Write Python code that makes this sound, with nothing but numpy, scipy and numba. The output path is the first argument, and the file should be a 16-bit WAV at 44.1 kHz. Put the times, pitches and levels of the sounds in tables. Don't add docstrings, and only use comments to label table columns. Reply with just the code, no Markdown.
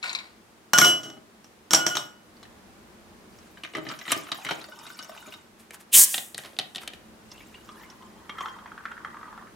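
import sys
import numpy as np
from scipy import signal
from scipy.fft import rfft, irfft, next_fast_len
from scipy.io import wavfile
from numba import njit

SR = 44100
rng = np.random.default_rng(int(sys.argv[2]) if len(sys.argv) > 2 else 0)


def attenuation_scalar(level_db):
    decades = np.asarray(level_db, float) / 20
    return 10 ** decades


def inscribe(sig):
    pcm = np.round(np.clip(np.atleast_2d(sig).T, -1, 1) * 32767)
    wavfile.write(sys.argv[1], SR, pcm.astype(np.int16))


N = 421155

# (frequency [Hz], level [dB], t60 [s])
WET_GLASS = [(345, -14.5, .12), (705, -6, 0.27), (1300, -1.5, 0.12), (2130, -24, 0.0025), (3056, 2, 0.18),
             (3780, 1, 0.054), (5450, -9, 0.12)]
# (frequency [Hz], level [dB], t60 [s])
FULL_GLASS = [(1050, -4, .07), (1280, -3, .07), (2050, -4, .05), (2800, -5, .08), (3300, 2, .06),
              (5450, -10, .04)]
# (time [s], peak [dB], ring [Hz])
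FLOAT = [(7.316, -30.5, 5220), (7.378, -38, 2850), (7.405, -34.5, 2200), (7.543, -32.5, 2636),
         (7.689, -27.5, 1180), (7.833, -36, 2030), (7.9, -35, 5230), (8.0228, -32.5, 1028),
         (8.294, -24, 1140), (8.294, -24, 2100), (8.383, -21, 1290), (8.406, -16.5, 1100),
         (8.457, -20.5, 1300), (8.482, -26.5, 1040), (8.586, -32.5, 1214), (8.623, -37.5, 1000),
         (8.6582, -26, 1040), (8.66, -32.5, 1710), (8.677, -36, 1730), (8.718, -28, 1280),
         (8.753, -39.5, 1040), (8.778, -25, 1460), (8.808, -34, 1200), (8.837, -37.5, 1593),
         (8.854, -16.5, 1450), (8.858, -39, 3230), (8.874, -46, 1510), (8.884, -35, 1600),
         (8.916, -18.5, 1450), (8.968, -31, 1510), (8.978, -28.5, 1450), (9.004, -34.5, 1200),
         (9.014, -33.5, 1300), (9.048, -18, 1300), (9.057, -28, 1216), (9.08, -32.5, 1400),
         (9.102, -38.5, 1500), (9.144, -27.5, 1106), (9.169, -25.5, 1230), (9.213, -29, 1250),
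         (9.23, -26, 1180), (9.281, -32.5, 1200), (9.3277, -26, 1067), (9.377, -24.5, 1100),
         (9.411, -33.5, 1032), (9.424, -33.5, 1100), (9.471, -38, 1525)]
CUBES_AFLOAT_S = 8.6
SETTLED_S, SODA_START_S = 4.567, 7.299


def rms_one(x):
    return x / np.sqrt(np.mean(x ** 2) + 1e-20)


def at_hz(points, hz):
    return np.interp(np.log(hz), np.log(np.array(points)[:, 0]), np.array(points)[:, 1])


def filtered(x, order, hz, kind):
    return signal.sosfilt(signal.butter(order, hz, kind, fs=SR, output="sos"), x)


def band(x, low_hz, high_hz):
    sos = signal.butter(2, [low_hz, min(high_hz, .45 * SR)], "band", fs=SR, output="sos")
    return signal.sosfilt(sos, x + 1e-18) * np.sqrt(SR / 2 / (high_hz - low_hz))


def colour(x, spectrum):
    gain = attenuation_scalar(at_hz(spectrum, np.linspace(1, SR / 2, 2049)))
    cepstrum = irfft(np.log(gain / np.sqrt(np.mean(gain ** 2))))
    cepstrum[1:2048] *= 2
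    cepstrum[2049:] = 0
    response = irfft(np.exp(rfft(cepstrum)))
    return signal.oaconvolve(x, np.atleast_2d(response), axes=1)[:, :N]


def ring(clicks, hz, t60):
    r, w = attenuation_scalar(-60 / (t60 * SR)), 2 * np.pi * hz / SR
    return signal.lfilter([0, np.sin(w)], [1, -2 * r * np.cos(w), r * r], clicks + 1e-18)


def die_away(hits, t60):
    return signal.lfilter([1], [1, -attenuation_scalar(-60 / (t60 * SR))], hits)


@njit
def moving_resonance(x, hz, r, sr):
    y = np.zeros(len(x))
    for i in range(2, len(x)):
        turn = 2 * r * np.cos(2 * np.pi * hz[i] / sr)
        y[i] = x[i] - x[i - 2] + turn * y[i - 1] - r * r * y[i - 2]
    return y


def grains(per_s, spread_db):
    sizes = attenuation_scalar(spread_db * np.minimum(rng.exponential(1, N), 4)) * rng.choice([-1, 1], N)
    return rms_one(sizes * (rng.random(N) < per_s / SR))


def swells(s, peak_db, rise_db_s, fall_db_s):
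    late = np.arange(N) / SR - np.reshape(s, (-1, 1))
    slope = np.where(late < 0, rise_db_s, -np.reshape(fall_db_s, (-1, 1)))
    return attenuation_scalar(np.maximum(np.reshape(peak_db, (-1, 1)) + slope * late, -200))


def knocks(rows, body, t60, ring_db, cycles, rise, wide_db, body_db, attack_s, linger_s=0.049, puff_db=-10.5):
    parts, rings = np.zeros((3, N + SR)), np.zeros(N + SR)
    t = np.arange(round(.15 * SR)) / SR
    noise = rng.standard_normal((len(rows), len(t)))
    stretch = np.array([[1.8], [1], [.6]])
    for (s, peak_db, hz, dull_db, bright_db), puff in zip(rows, noise):
        span = slice(round(s * SR), round(s * SR) + len(t))
        decays = attenuation_scalar(peak_db - 60 * t / stretch / t60) * (1 - np.exp(-t / attack_s))
        parts[:, span] += attenuation_scalar(np.array([[dull_db], [0], [bright_db]])) * decays
        phase = 2 * np.pi * hz * (t + rise * hz * t ** 2 / cycles)
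        fade = attenuation_scalar(peak_db + ring_db - 60 * t / (cycles / hz + linger_s))
        tone = np.sin(phase) * fade * (1 - np.exp(-t * hz / 1.3))
        rings[span] += tone + attenuation_scalar(puff_db) * band(decays[1] * puff, hz / 1.296, hz * 1.31)
    dull, snap, bright = parts[:, :N] * rng.standard_normal((3, N)) * attenuation_scalar(-19.0)
    modes = np.zeros(N)
    for hz, level_db, ring_s in body:
        for detune in (.97, 1.03):
            modes += attenuation_scalar(level_db) * ring(snap, hz * detune, min(ring_s, .012 + 25 / hz))
    modes = filtered(modes, 2, 150, "high")
    snaps = band(dull, 120, 630) + attenuation_scalar(wide_db) * band(snap, 1000, 2400) + band(bright, 5700, 11000)
    return snaps + attenuation_scalar(body_db) * modes + rings[:N]


def grinding(strokes, body, per_s, rise_db_s):
    s, db, fade = np.transpose(strokes)
    slips = grains(per_s, spread_db=6.5)
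    driven = swells(s, db, rise_db_s, fade).sum(axis=0) * slips
    out = np.zeros(N)
    for k, (hz, level_db, t60) in enumerate(body):
        out += attenuation_scalar(level_db) * np.sqrt(28 / (t60 * SR)) * ring(np.roll(driven, k % 3), hz, t60)
    return out


def widen(x, side_db, lag_s):
    echo = np.roll(filtered(x, 2, 7000, "low"), round(lag_s * SR))
    return x + attenuation_scalar(side_db) * echo * [[1], [-1]]


def air():
    # (frequency [Hz], density [dB per Hz])
    air_tone = [(15, -33.5), (25, 0), (64, 8), (141, -8.5), (223, 1.5), (277, -10.5), (317, -4.5),
                (516, -12), (607, -13.5), (1020, -17), (2990, -28.5), (10100, -36.5), (16000, -43)]
    # (frequency [Hz], likeness [0-1])
    likeness = [(60, 0.18), (240, 1), (950, 0.076), (3770, 0.04), (15000, 0.03)]
    # (level [dB], rise in the louder stretches [dB])
    air_parts = [
        (-77.5, 12.5),
        (-57, 4.5),
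        (-56, 2),
    ]
    # (start [s], end [s])
    louder_spans = [
        (2.2, 3.69),
        (6.7, 12),
    ]
    ramp_s = 0.21
    mid, side = rfft(rng.standard_normal((2, N)))
    hz = np.linspace(1, SR / 2, len(mid))
    alike = np.clip(at_hz(likeness, hz), 0, 1)
    both = np.sqrt(1 + alike) * mid + np.sqrt(1 - alike) * side * [[1], [-1]]
    both = both * attenuation_scalar(at_hz(air_tone, hz))
    low, high = 1 / (1 + (hz / 110) ** 4), 1 / (1 + (1000 / hz) ** 2)
    shares = [low, 1 - low - high, high]
    t = np.arange(N) / SR
    lift = sum(np.clip(np.minimum(t - on, off - t) / ramp_s, 0, 1) for on, off in louder_spans)
    out = np.zeros((2, N))
    for (db, rise_db), share in zip(air_parts, shares):
        out += attenuation_scalar(db + rise_db * lift) * rms_one(irfft(both * share, N))
    return out


def ice_tray():
    # (time [s], peak [dB], ring [Hz])
    grab = [
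        (0.028, -24.5, 4100),
        (0.029, -22, 2250),
        (0.039, -21, 1450),
        (0.056, -24, 2300),
        (0.076, -28, 4460),
        (0.094, -19.5, 4120),
        (0.13, -24, 6800),
        (0.15, -14, 4100),
        (0.188, -22.5, 3860),
    ]
    # (frequency [Hz], level [dB], t60 [s])
    tray = [(1100, -27, 0.09), (1450, -29, 0.013), (2500, 6.5, 0.035), (3900, 5.5, 0.047),
            (4570, -30, 0.038), (7000, -4, 0.032)]
    # (time [s], level [dB], fade [dB per s])
    rattle = [
        (.04, -36, 158),
        (.07, -61, 219),
        (.1, -51, 152),
        (.155, -48.5, 201.5),
        (.19, -55, 149),
    ]
    # (frequency [Hz], level [dB], t60 [s])
    rattle_body = [(1080, -8, .02), (1480, -5, .02), (2250, 2, .025), (2500, -4, .015), (4100, -4, .015),
                   (4550, -5, .012), (5000, -12, .01), (7300, -7, .008)]
    rows = [(*row, -24, -30) for row in grab]
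    out = knocks(rows, tray, t60=0.061, ring_db=4, cycles=18.0, rise=.01, wide_db=-21, body_db=-18,
                 attack_s=.0004, linger_s=0.0091, puff_db=-14.0)
    out += grinding(rattle, rattle_body, per_s=5000, rise_db_s=2500)
    out = filtered(out, 4, 750, "high")
    return np.array([out, np.roll(out, 9)])


def rubbing():
    # (time [s], level [dB], bright grains [dB], fade [dB per s])
    rub = [
        (0.042, -37, -21.5, 94),
        (5.6, -52, 0.5, 287.5),
        (5.745, -39.5, 0, 900),
        (5.809, -48, 0.5, 694),
        (6.38, -50, 5, 95),
        (6.45, -42, -33, 348.5),
        (6.6, -68, 10.5, 41),
        (6.819, -43, -3.5, 401.5),
        (6.939, -64, 7, 394),
    ]
    s, db, bright_db, fade = np.transpose(rub)
    strokes = swells(s, db, 901, fade)
    clicks = grains(4900, spread_db=1.5)
    dull = band(strokes.sum(axis=0) * clicks, 700, 4400)
    return dull + band(attenuation_scalar(bright_db) @ strokes * clicks, 3200, 12000)


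def drops():
    # (time [s], peak [dB], wall modes [dB], chatter [dB])
    landings = [(0.734, -10, -16, -19.5), (.778, -19, -5, -14), (.785, -5.5, -9.5, -24),
                (0.8141, -15, -15.5, -16), (0.846, -22.5, -2.5, -6), (1.032, -42, -11, -8),
                (1.101, -39.5, -37, -35), (1.444, -47, -8.5, -20), (1.7078, -23.5, -5, -10),
                (1.7335, -8, -8.5, -24.5), (1.746, -18.5, -6, -20.5), (1.865, -16, -16, -19),
                (1.953, -22.5, -35.5, -18.5), (1.969, -20, -18, -30), (2.429, -43, -43.5, -33.5)]
    # (frequency [Hz], density [dB per Hz])
    crack_tone = [(59, -38), (100, -19), (1230, 3), (2470, -8), (3320, -2), (4870, -11), (5530, 0),
                  (10000, -21.5), (12400, -8.5), (16000, -30)]
    wall_hz = [3200, 3380, 4030, 4640, 5470, 5620, 6220, 7430, 7960, 9100, 10740, 12120, 13260, 15400]
    # (level [dB], t60 [s])
    wall = [(-11, 0.1), (-16.5, 0.056), (-18, 0.066), (-16, 0.093), (-20, 0.12), (2.5, 0.034),
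            (-1.5, 0.023), (-7.5, 0.14), (-13.5, 0.12), (-12, 0.11), (-14, 0.052), (-16.5, 0.21),
            (-27, 0.09), (-23.5, 0.09)]
    # (frequency [Hz], level [dB], t60 [s])
    base = [(163.9, -14, 0.052), (223, -13.5, 0.069), (320, -10, .07), (344, -10, 0.07), (383.5, -5, 0.06),
            (640, -3, 0.05), (720, -2, 0.06), (1202, -12, 0.04)]
    size = N // 3
    s, peak_db, wall_db, chatter_db = np.transpose(landings)
    base_db = -13 - .15 * (peak_db + 10.0)
    at = np.round(s * SR).astype(int)
    hits, rolls = np.zeros((2, 2, size))
    hits[:, at] = attenuation_scalar(peak_db + np.array([[.5], [-.5]]))
    rolls[:, at] = hits[:, at] * attenuation_scalar(chatter_db)
    mid, other = rng.standard_normal((2, size))
    noise = mid + .4 * other * [[1], [-1]]
    crack = die_away(hits, 0.026) * noise
    chatter = die_away(rolls, .3) * noise
    hard_hits = hits * attenuation_scalar(-.4 * np.abs(20 * np.log10(hits + 1e-9) + 5.5))
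    keen = die_away(hard_hits, 0.012) * noise
    crack = filtered(crack, 4, 8800, "low") + attenuation_scalar(3.5) * filtered(keen, 4, 8800, "high")
    out = colour(attenuation_scalar(3.0) * crack + filtered(chatter, 4, 8800, "low"), crack_tone)[:, :size]
    split = rng.uniform(.006, .024, (len(wall), 2)) * [-1, 1]
    split = split * np.minimum(1, 8000 / np.array(wall_hz)[:, None])
    modes = []
    for hz, mode, pair in zip(wall_hz, wall, split):
        modes += [(hz * (1 + d), *mode, wall_db) for d in (0, *pair)]
    modes += [(*mode, base_db) for mode in base]
    chance = rng.standard_normal((len(at), 110))
    for k, (hz, level_db, t60, share_db) in enumerate(modes):
        sides_db = np.outer([1, -1], 1.53 * chance[:, k + 55])
        clicks = attenuation_scalar(-22.5) * chatter
        clicks[:, at] += hits[:, at] * attenuation_scalar(share_db + 2.4 * chance[:, k] + sides_db)
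        out += attenuation_scalar(level_db) * ring(clicks, hz, t60)
    return np.pad(filtered(out, 2, 110, "high"), ((0, 0), (0, N - size)))


def wall_pair(rows, hz, beat_hz, t60, spread):
    t, (s, level_db, balance) = np.arange(N) / SR, np.transpose(rows)
    row = np.maximum(np.searchsorted(s, t) - 1, 0)
    age = t - s[row]
    beat = 1 + balance[row] * np.exp(2j * np.pi * beat_hz * age)
    pair = (age > 0) * attenuation_scalar(level_db[row] - 60 * age / t60) * beat
    r = np.exp(-1 / (.003 * SR))
    phase = 2 * np.pi * hz * t + np.array([[-spread], [spread]])
    return np.imag(signal.lfilter([1 - r], [1, -r], pair) * np.exp(1j * phase))


def long_modes():
    # (time [s], level [dB], pair balance [-1 to 1])
    rim_hits = [
        (.738, -14, .1),
        (.776, -34, .1),
        (.814, -11, .1),
        (.85, -23, .35),
        (1.708, -34, .5),
        (1.75, -21, -.85),
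        (1.887, -55, .1),
        (1.905, -28, .2),
        (1.96, -35, -.1),
    ]
    # (time [s], level [dB], pair balance [-1 to 1])
    second_hits = [
        (.733, -23, .3),
        (.778, -32, .1),
        (.812, -11.5, -.97),
        (1.036, -39, .1),
        (1.185, -75, .1),
        (1.733, -36, .6),
        (1.8, -31, .1),
        (1.9, -31, -.3),
    ]
    lean = .6
    rim = wall_pair(rim_hits, 1439, beat_hz=4.0, t60=.46, spread=-lean)
    second = wall_pair(second_hits, 2947, beat_hz=4.7, t60=.47, spread=lean)
    return attenuation_scalar(np.array([[2.5], [4.5]])) * rim + attenuation_scalar(4.5) * second


def clacks():
    # (time [s], peak [dB], ring [Hz])
    contacts = [(0.735, -17, 4300), (0.785, -3, 6040), (.786, -12, 1230), (.814, -12.5, 2160),
                (0.817, -17, 7500), (.846, -14.5, 5530), (1.7335, -8, 6125), (1.734, -8, 7750),
                (1.733, -9, 3400), (1.736, -12, 800), (1.747, 1, 5630), (1.866, -10.5, 5500),
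                (1.97, -15, 3750)]
    # (time [s], level [dB], ring [Hz])
    favoured = [
        (.786, -37.5, 11330),
        (.815, -28, 11650),
        (.815, -41, 13300),
        (1.709, -37, 5545),
        (1.745, -26, 5430),
        (1.747, -35.5, 10740),
        (1.864, -29.5, 5810),
    ]
    short = [(*row, -30, -30) for row in contacts]
    pings = [(*row, -30, -30) for row in favoured]
    out = knocks(short, [], t60=0.043, ring_db=-2, cycles=26.5, rise=0, wide_db=-27.5, body_db=-60,
                 attack_s=0.00045, linger_s=0.034)
    return out + knocks(pings, [], t60=.03, ring_db=9, cycles=30.0, rise=0, wide_db=-30.5, body_db=-60,
                        attack_s=.0005, linger_s=.13)


def grinding_cubes():
    # (time [s], level [dB], fade [dB per s])
    slides = [(.99, -40.5, 105.5), (1.1, -48.5, 297.5), (3.765, -36.5, 250), (3.79, -53, 350),
              (3.86, -39, 202), (3.9, -52, 304), (3.94, -60, 357), (4.09, -40, 203), (4.14, -36.5, 350),
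              (4.18, -62, 500), (4.36, -48, 400), (4.465, -42, 300), (4.535, -50, 203), (4.57, -56, 700),
              (4.8, -62, 83), (5.0, -64, 123), (5.27, -55.5, 122)]
    # (frequency [Hz], level [dB], t60 [s])
    slide_body = [(165, -7, .07), (320, 0, .07), (400, -4, .05), (630, -3, .06), (800, -10, .04),
                  (1250, -8, .025), (1480, -12, .03), (2050, -14, .02), (2980, -13, .025),
                  (3800, -20, .015)]
    return grinding(slides, slide_body, per_s=380, rise_db_s=1205)


def settling():
    # (time [s], peak [dB], ring [Hz])
    settle = [
        (2.368, -46, 4400),
        (2.4324, -36, 4000),
        (2.4514, -41, 1770),
        (3.3864, -42, 5560),
        (3.4694, -48, 1580),
    ]
    # (time [s], peak [dB], ring [Hz])
    trickle = [(4.593, -37, 2400), (4.614, -29.5, 3950), (4.641, -31, 4500), (4.685, -34.5, 610),
               (4.72, -36.5, 1420), (4.772, -44, 885), (4.789, -35.5, 5300), (4.797, -38, 880),
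               (4.813, -38, 910), (4.854, -37, 1560), (4.866, -30.5, 3850), (4.875, -41, 1120),
               (4.901, -31.5, 1563), (4.97, -44, 4200), (4.99, -24.5, 4520), (5.005, -36.5, 1520),
               (5.026, -29, 5500), (5.046, -34, 5860), (5.093, -30.5, 642), (5.115, -37, 620),
               (5.149, -35.5, 1650), (5.163, -37.5, 880), (5.176, -33.5, 2590), (5.225, -36.5, 1560),
               (5.26, -37.5, 2340), (5.283, -41, 3880), (5.323, -31, 2800), (5.338, -32, 3700)]
    rows = [(*row, -25, 6) for row in list(trickle) + list(settle)]
    return knocks(rows, WET_GLASS, t60=0.034, ring_db=0.0, cycles=14.0, rise=.008, wide_db=8, body_db=-16,
                  attack_s=0.0012, linger_s=0.015, puff_db=-9.5)


def flow(column_hz):
    # (start [s], end [s], start level [dB], swell [dB per s], fine bubbles [dB])
    streams_table = [
        (3.332, 5.333, -65, 6, 3.5),
        (7.33, 9.415, -60.5, 7.5, 5.5),
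    ]
    # (time [s], level [dB], fine bubbles [dB])
    breaks = [
        (3.84, -73, -20),
        (3.92, -63.5, 14),
        (4.115, -43.5, 11.5),
        (4.38, -38.5, -4.5),
        (4.508, -42.5, 0.5),
        (4.85, -63.5, 12.5),
        (7.8, -42, -15.5),
        (8.416, -32, -15.5),
    ]
    t = np.arange(N) / SR
    start, end, db, swell, fine_db = np.transpose(streams_table)[:, :, None]
    outside = np.maximum(0, np.maximum(start - t, t - end))
    streams = attenuation_scalar(np.maximum(db + swell * (t - start) - 155 * outside, -200))
    s, splash_db, spray_db = np.transpose(breaks)
    splashes = swells(s, splash_db, 320, 147)
    fading = attenuation_scalar(-0.27 * np.maximum(0, column_hz - 993))
    coarse = streams.sum(axis=0) + splashes.sum(axis=0)
    fine = fading * (attenuation_scalar(fine_db) * streams).sum(axis=0) + attenuation_scalar(spray_db) @ splashes
    return coarse, fine


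def pouring():
    # (time [s], pitch [Hz])
    column_pitch = [
        (3.3, 640),
        (4.2, 600),
        (4.6, 927),
        (5.401, 984),
        (7.2, 981),
        (8.3, 1070),
        (9.55, 1250),
    ]
    hz = np.interp(np.arange(N) / SR, *np.transpose(column_pitch))
    coarse, fine = flow(hz)
    clumps = attenuation_scalar(4.6 * band(rng.standard_normal(N), 6.4, 16.8))
    clicks, dealt = grains(1700, spread_db=3.2), rng.integers(0, 28, N)
    rings = []
    for k, pitch in enumerate(np.geomspace(880, 7500, 28)):
        births = clicks * (dealt == k) * np.roll(clumps, k // 5 * SR // 3)
        bubble = ring(births, pitch, .014 + 30 / pitch)
        rings.append(ring(bubble, pitch, .004 + 10 / pitch) * pitch ** .5)
    big, small = rms_one(sum(rings[:11])), rms_one(sum(rings[11:]))
    drive = band(clicks * clumps + 0.31 * rng.standard_normal(N), 240, 3300)
    column = rms_one(moving_resonance(drive, hz, np.exp(-np.pi * 90 / SR), SR))
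    third = rms_one(moving_resonance(drive, 3.84 * hz, np.exp(-np.pi * 160 / SR), SR))
    droplets = grains(1100, spread_db=3.5) * clumps[::-1]
    sizes_hz = np.geomspace(4400, 12000, 5)
    spray = rms_one(sum(band(np.roll(droplets, round(low)), low, 1.3 * low) for low in sizes_hz))
    low_part = attenuation_scalar(-4.5) * big + attenuation_scalar(-8.5) * column
    return coarse * low_part + fine * (attenuation_scalar(-4.5) * small + attenuation_scalar(-12.0) * third + attenuation_scalar(-5.5) * spray)


def shifting():
    # (time [s], peak [dB], ring [Hz], dull part [dB], bright part [dB])
    shifts = [(3.572, -36, 1610, -18, -24), (3.635, -24, 2840, -28, 4), (3.648, -27, 2300, -20, 0),
              (3.736, -32, 2800, 9, -31), (3.75, -18, 1990, 4, -9), (3.768, -28, 2950, -9, 6),
              (3.783, -29, 1250, -9, -19), (3.825, -43, 2030, -9, -19), (3.851, -31, 640, -11, -19),
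              (3.866, -28, 2000, -12, -15), (3.888, -23.5, 4750, -11, -25), (3.899, -27, 1250, -17, -24),
              (3.913, -22.5, 1300, 2, -21), (3.937, -30, 1530, -15, -11), (3.989, -31.5, 5600, -9, 10.5),
              (4.013, -29, 1950, -25, -28.5), (4.053, -31, 2000, -22, -17), (4.065, -30, 1270, -26, -17),
              (4.079, -21, 1900, -20, -12), (4.093, -27, 2900, -23, -7), (4.105, -16.5, 1300, -25, -13),
              (4.118, -9, 2940, -29, 18), (4.121, -18.5, 1280, -28, -20), (4.175, -33, 5140, -20, 20),
              (4.253, -41, 2640, -20, -10), (4.268, -32, 1130, -23.5, -37.5),
              (4.288, -31.5, 1380, -20, -22), (4.317, -13, 3770, -5.5, -0.5), (4.448, -21.5, 1990, -6, 10),
              (4.465, -21, 2200, -20, -20), (4.488, -16.5, 1400, -27, -37), (4.509, -12.5, 791, 0, -7),
              (4.53, -29, 2980, -20, -15), (4.567, -40, 830, -10, -20)]
    return knocks(shifts, WET_GLASS, t60=0.045, ring_db=-2.5, cycles=16.6, rise=0.019, wide_db=9.5,
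                  body_db=-16.5, attack_s=0.00064, linger_s=0.02)


def soaked_wall(ice, liquid):
    # (frequency [Hz], level [dB])
    soaked_modes = [(1510, -32), (2950, -39), (3800, -39), (5520, -41)]
    t = np.arange(N)
    soaked = np.clip((t / SR - SETTLED_S) * 10, 0, 1) * (t < SODA_START_S * SR)
    spirit = soaked * (ice + attenuation_scalar(1.0) * liquid)
    return sum(attenuation_scalar(level_db) * ring(spirit, hz, .045) for hz, level_db in soaked_modes)


def cap_clicks():
    # (time [s], peak [dB], ring [Hz], bright part [dB])
    clicks = [(5.707, -27, 2090, 9.5), (6.142, -5, 3300, -6), (6.179, -10, 3400, -3),
              (6.188, -29, 3360, -23), (6.345, -18, 3700, 4), (6.379, -20, 1900, 14),
              (6.387, -21, 3250, -16), (6.436, -32, 3430, 6), (6.448, -27.5, 3450, 1),
              (6.458, -28.5, 3300, 8), (6.531, -39.5, 3260, -3), (6.543, -42.5, 3280, 1),
              (6.566, -29.5, 3300, -19), (6.588, -7.5, 3760, 1.5), (6.596, -12, 3100, -7.5),
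              (6.748, -21, 3600, 6), (6.758, -16, 3500, 4), (6.768, -28.5, 3370, 13),
              (6.781, -19.5, 3100, -34), (6.833, -26.5, 1350, 7), (6.876, -14.5, 3100, 6.5),
              (6.934, -25, 2900, -1.5)]
    # (frequency [Hz], level [dB], t60 [s])
    plastic = [(773, -1, 0.042), (1900, -3, 0.039), (3100, 3, 0.05), (3700, 4.5, 0.03)]
    rows = [(s, db, hz, -11 - 0.74 * (db + 12.0), bright_db) for s, db, hz, bright_db in clicks]
    return knocks(rows, plastic, t60=0.032, ring_db=-10.5, cycles=28.0, rise=0.013, wide_db=-3.0, body_db=-26,
                  attack_s=0.00027, linger_s=0.0092)


def jet():
    # (time [s], level [dB])
    gas_flow = [
        (5.915, -58.5),
        (5.931, -19.5),
        (5.945, -7.5),
        (5.99, -4.5),
        (6.043, -10),
        (6.062, -28),
        (6.15, -25.5),
        (6.2, -34.5),
        (6.34, -54),
    ]
    # (frequency [Hz], density [dB per Hz])
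    gas_tone = [(120, -54), (200, -27.5), (950, -32.5), (1060, -19), (1480, -36.5), (1560, -16),
                (2700, -23.5), (3760, -15.5), (7970, 3.5), (16000, -4.5)]
    s, db = np.transpose(gas_flow)
    hiss_db = np.interp(np.arange(N) / SR, s, db, -130, -130)
    whistle = swells(5.945, -9.5, 1601, 479.5)[0] + swells(5.931, -25.5, 3000, 893)[0]
    throat = whistle + attenuation_scalar(np.minimum(hiss_db - 15.5, -44))
    flutter = attenuation_scalar(1.7 * band(rng.standard_normal(N), 40, 846.7))
    noise = rng.standard_normal((2, N)) * flutter
    hiss = attenuation_scalar(hiss_db) * colour(noise[:1], gas_tone)[0]
    return hiss + attenuation_scalar(-5.5) * throat * band(noise[1], 2500, 3900)


def wet_wall(x):
    # (time [s], pitch [Hz])
    climb = [
        (7.299, 2730),
        (8.001, 3050),
        (8.28, 3197),
    ]
    t, r = np.arange(N) / SR, np.exp(-np.pi * 49 / SR)
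    level_db = 6.5 - 12 * np.maximum(0, t - CUBES_AFLOAT_S)
    return attenuation_scalar(level_db) * (1 - r * r) / 2 * moving_resonance(x, np.interp(t, *np.transpose(climb)), r, SR)


def floating_cubes():
    rows = [(s, db, hz, -24, -25 - .82 * (db + 31.5)) for s, db, hz in FLOAT if s < CUBES_AFLOAT_S]
    return knocks(rows, FULL_GLASS, t60=.04, ring_db=-5, cycles=22.0, rise=.03, wide_db=-14, body_db=-17,
                  attack_s=.001)


def plops():
    rows = [(*row, -24, -23.5) for row in FLOAT if row[0] >= CUBES_AFLOAT_S]
    return knocks(rows, FULL_GLASS, t60=0.047, ring_db=6.0, cycles=6.7, rise=.04, wide_db=-32.5, body_db=-34.5,
                  attack_s=0.000078, linger_s=0.0037)


def room(x):
    room_t60_s, cut_hz = 0.41, 3500
    size = next_fast_len(N + SR)
    w = np.linspace(0, np.pi, size // 2 + 1)
    t60 = room_t60_s / (1 + (w * SR / 2 / np.pi / cut_hz) ** 2) ** .5
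    sums = np.zeros((2, len(w)), complex)
    for k, lag in enumerate((rng.uniform(.008, .035, 16) * SR).astype(int)):
        loop = attenuation_scalar(-60 * lag / SR / t60) * np.exp(-1j * w * lag)
        sums[k % 2] += loop / (1 - loop) * (-1) ** (k // 2)
    return irfft(rfft(x, size) * sums * (t60 / room_t60_s), size)[:, :N]


def scene():
    tray = ice_tray() * attenuation_scalar(np.array([[2.5], [-2.5]]))
    dry_glass = drops() + widen(clacks(), side_db=-7, lag_s=.0013)
    liquid = pouring()
    ice = shifting() + settling() + grinding_cubes()
    ice = ice + soaked_wall(ice, liquid)
    wet_ice = widen(ice, side_db=-6.5, lag_s=0.0072) * attenuation_scalar(np.array([[.4], [-.4]]))
    cap = cap_clicks() + rubbing()
    soda = floating_cubes() + plops()
    soda_flows = np.arange(N) > SODA_START_S * SR
    soda += wet_wall(soda + attenuation_scalar(8.0) * liquid * soda_flows) + liquid
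    near = tray + dry_glass + wet_ice + cap + soda
    near = filtered(near, 4, 115, "high")
    gas = jet()
    echoes = attenuation_scalar(-14) * room(near.mean(axis=0) + attenuation_scalar(3.0) * gas)
    return near + long_modes() + gas + echoes + air()


def roll_off(x):
    return signal.sosfilt(signal.butter(12, 16000, fs=SR, output="sos"), x)


def record(dry):
    top_cut = signal.cheby2(12, 60, 16900, fs=SR, output="sos")
    rounded = .86 * np.tanh(dry / 1.2)
    return roll_off(signal.sosfilt(top_cut, rounded))


dry = scene()
out = record(dry)
inscribe(out)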